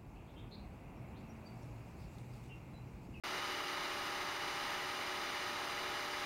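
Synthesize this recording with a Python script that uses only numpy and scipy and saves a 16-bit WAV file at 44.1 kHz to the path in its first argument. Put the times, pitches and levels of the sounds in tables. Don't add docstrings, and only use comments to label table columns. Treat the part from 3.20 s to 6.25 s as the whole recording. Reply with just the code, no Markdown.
import sys
import numpy as np
from scipy import signal
from scipy.fft import rfft, irfft
from scipy.io import wavfile
from scipy.ndimage import uniform_filter1d

SR = 44100
rng = np.random.default_rng(int(sys.argv[2]) if len(sys.argv) > 2 else 0)


def dump(signal):
    limited = np.clip(np.atleast_2d(signal).T, -1, 1)
    pcm = np.round(limited * 32767).astype(np.int16)
    wavfile.write(sys.argv[1], SR, pcm)


N = 134505


def undb(db):
    return 10 ** (np.asarray(db) / 20)


def drift(rate_hz):
    hold = max(int(SR / rate_hz), 1)
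    steps = np.repeat(rng.standard_normal(N // hold + 1), hold)
    return np.sqrt(np.e / 2) * uniform_filter1d(uniform_filter1d(steps, hold), hold)[:N]


def rotor_angle(t):
    start_hz, rise_hz_per_s, bend_hz_per_s2 = 36.755, 0.012, 0.025
    turn_hz = start_hz + rise_hz_per_s * t + bend_hz_per_s2 * t ** 2
    wander = 1 + 0.00046 * drift(rate_hz=6.07)
    return 2 * np.pi * np.cumsum(turn_hz * wander) / SR


def locked_sine(angle, order):
    return np.sin(order * angle + rng.uniform(0, 2 * np.pi))


# order, starting rms level/dB, slope/(dB/s)
ROTOR_TONES = [(8, -61.5, -0.4), (9, -63.5, -0.5), (10, -56.5, -0.5), (11, -72.5, 1), (16, -59, 1.03),
               (18, -63.5, -3.5), (22, -55.5, 0.4), (24, -67, 2), (25, -58.5, -1.7), (27, -76.5, 3),
               (28, -65, 1), (29, -62, -4), (30, -76, 0), (32, -57.5, -1.5), (34, -54.5, 0), (35, -69, 2.5),
               (36, -65, -1.5), (44, -65.5, 0.4)]


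def rotor_tones(t, angle):
    tones = np.zeros(N)
    for order, start_db, slope_db_per_s in ROTOR_TONES:
        waver_db = 0.34 * drift(rate_hz=4.98)
        amplitude = np.sqrt(2) * undb(start_db + slope_db_per_s * t + waver_db)
        tones += amplitude * locked_sine(angle, order)
    return tones


# f/Hz, density/(dB re 1/Hz)
AIR_SPECTRUM = [(30, -87), (100, -84), (250, -83), (600, -82), (950, -76), (1550, -76), (2560, -83),
                (3300, -85.5), (4400, -86.5), (5480, -92), (6700, -93), (10200, -101), (15600, -105)]
# f/Hz, width/Hz, gain/dB
FRAME_RESONANCES = [(412, 88, 2.5), (834, 88, 1), (1275, 120, 2), (1547, 100, -3.5), (2082, 500, 4.5),
                    (2397, 81, 4), (2923, 283, 8.5), (3530, 210, 4), (3950, 400, 5.5), (4960, 620, 6.5),
                    (5990, 520, 6), (8470, 420, 4.5), (9540, 540, 5), (10650, 420, 3.5), (11820, 500, 3.5),
                    (12950, 650, 4)]
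# t/s, level/dB
FLOW_LEVELS = [(0, 0.1), (.8, -0.08), (1.4, 0.6), (2.2, 0.06), (3.05, 0)]
AIR_THROB = [(1, 0.046), (2, 0.024), (4, 0.03), (6, .09), (12, 0.028)]


def air_rush(t, angle):
    f = np.maximum(np.arange(N // 2 + 1) * SR / N, 1)
    air_hz, air_db = np.array(AIR_SPECTRUM).T
    colour_db = np.interp(np.log(f), np.log(air_hz), air_db)
    for centre_hz, width_hz, gain_db in FRAME_RESONANCES:
        colour_db += gain_db * 0.5 ** ((2 * (f - centre_hz) / width_hz) ** 2)
    flow_db = np.interp(t, *np.array(FLOW_LEVELS).T) + 0.44 * drift(rate_hz=5.05)
    noise = rng.standard_normal(N) * np.sqrt(SR / 2)
    eddy_db = 0.5 * drift(rate_hz=90)
    turbulence = noise * undb(flow_db + eddy_db)
    throb = sum(depth * locked_sine(angle, order) for order, depth in AIR_THROB)
    corner_hz, hiss_share = 2800, 0.4
    throb_share = hiss_share + (1 - hiss_share) / (1 + (f / corner_hz) ** 4)
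    spectrum = rfft(turbulence) + throb_share * rfft(turbulence * throb)
    return irfft(spectrum * undb(colour_db), N)


def scene():
    t = np.arange(N) / SR
    angle = rotor_angle(t)
    return (rotor_tones(t, angle) + air_rush(t, angle))[None]


def record(dry):
    open_s, ramp_s, closed_db = 0.0356, 0.002, -67
    notch_hz, notch_width_hz, top_hz = 7860, 1000, 15700
    t = np.arange(N) / SR
    gate = np.clip((t - open_s) / ramp_s, undb(closed_db), 1)
    notch = signal.iirnotch(notch_hz, notch_hz / notch_width_hz, fs=SR)
    lowpass = signal.ellip(12, 0.1, 70, top_hz, fs=SR, output="sos")
    return signal.sosfilt(lowpass, signal.lfilter(*notch, dry * gate))


dry = scene()
out = record(dry)
dump(out)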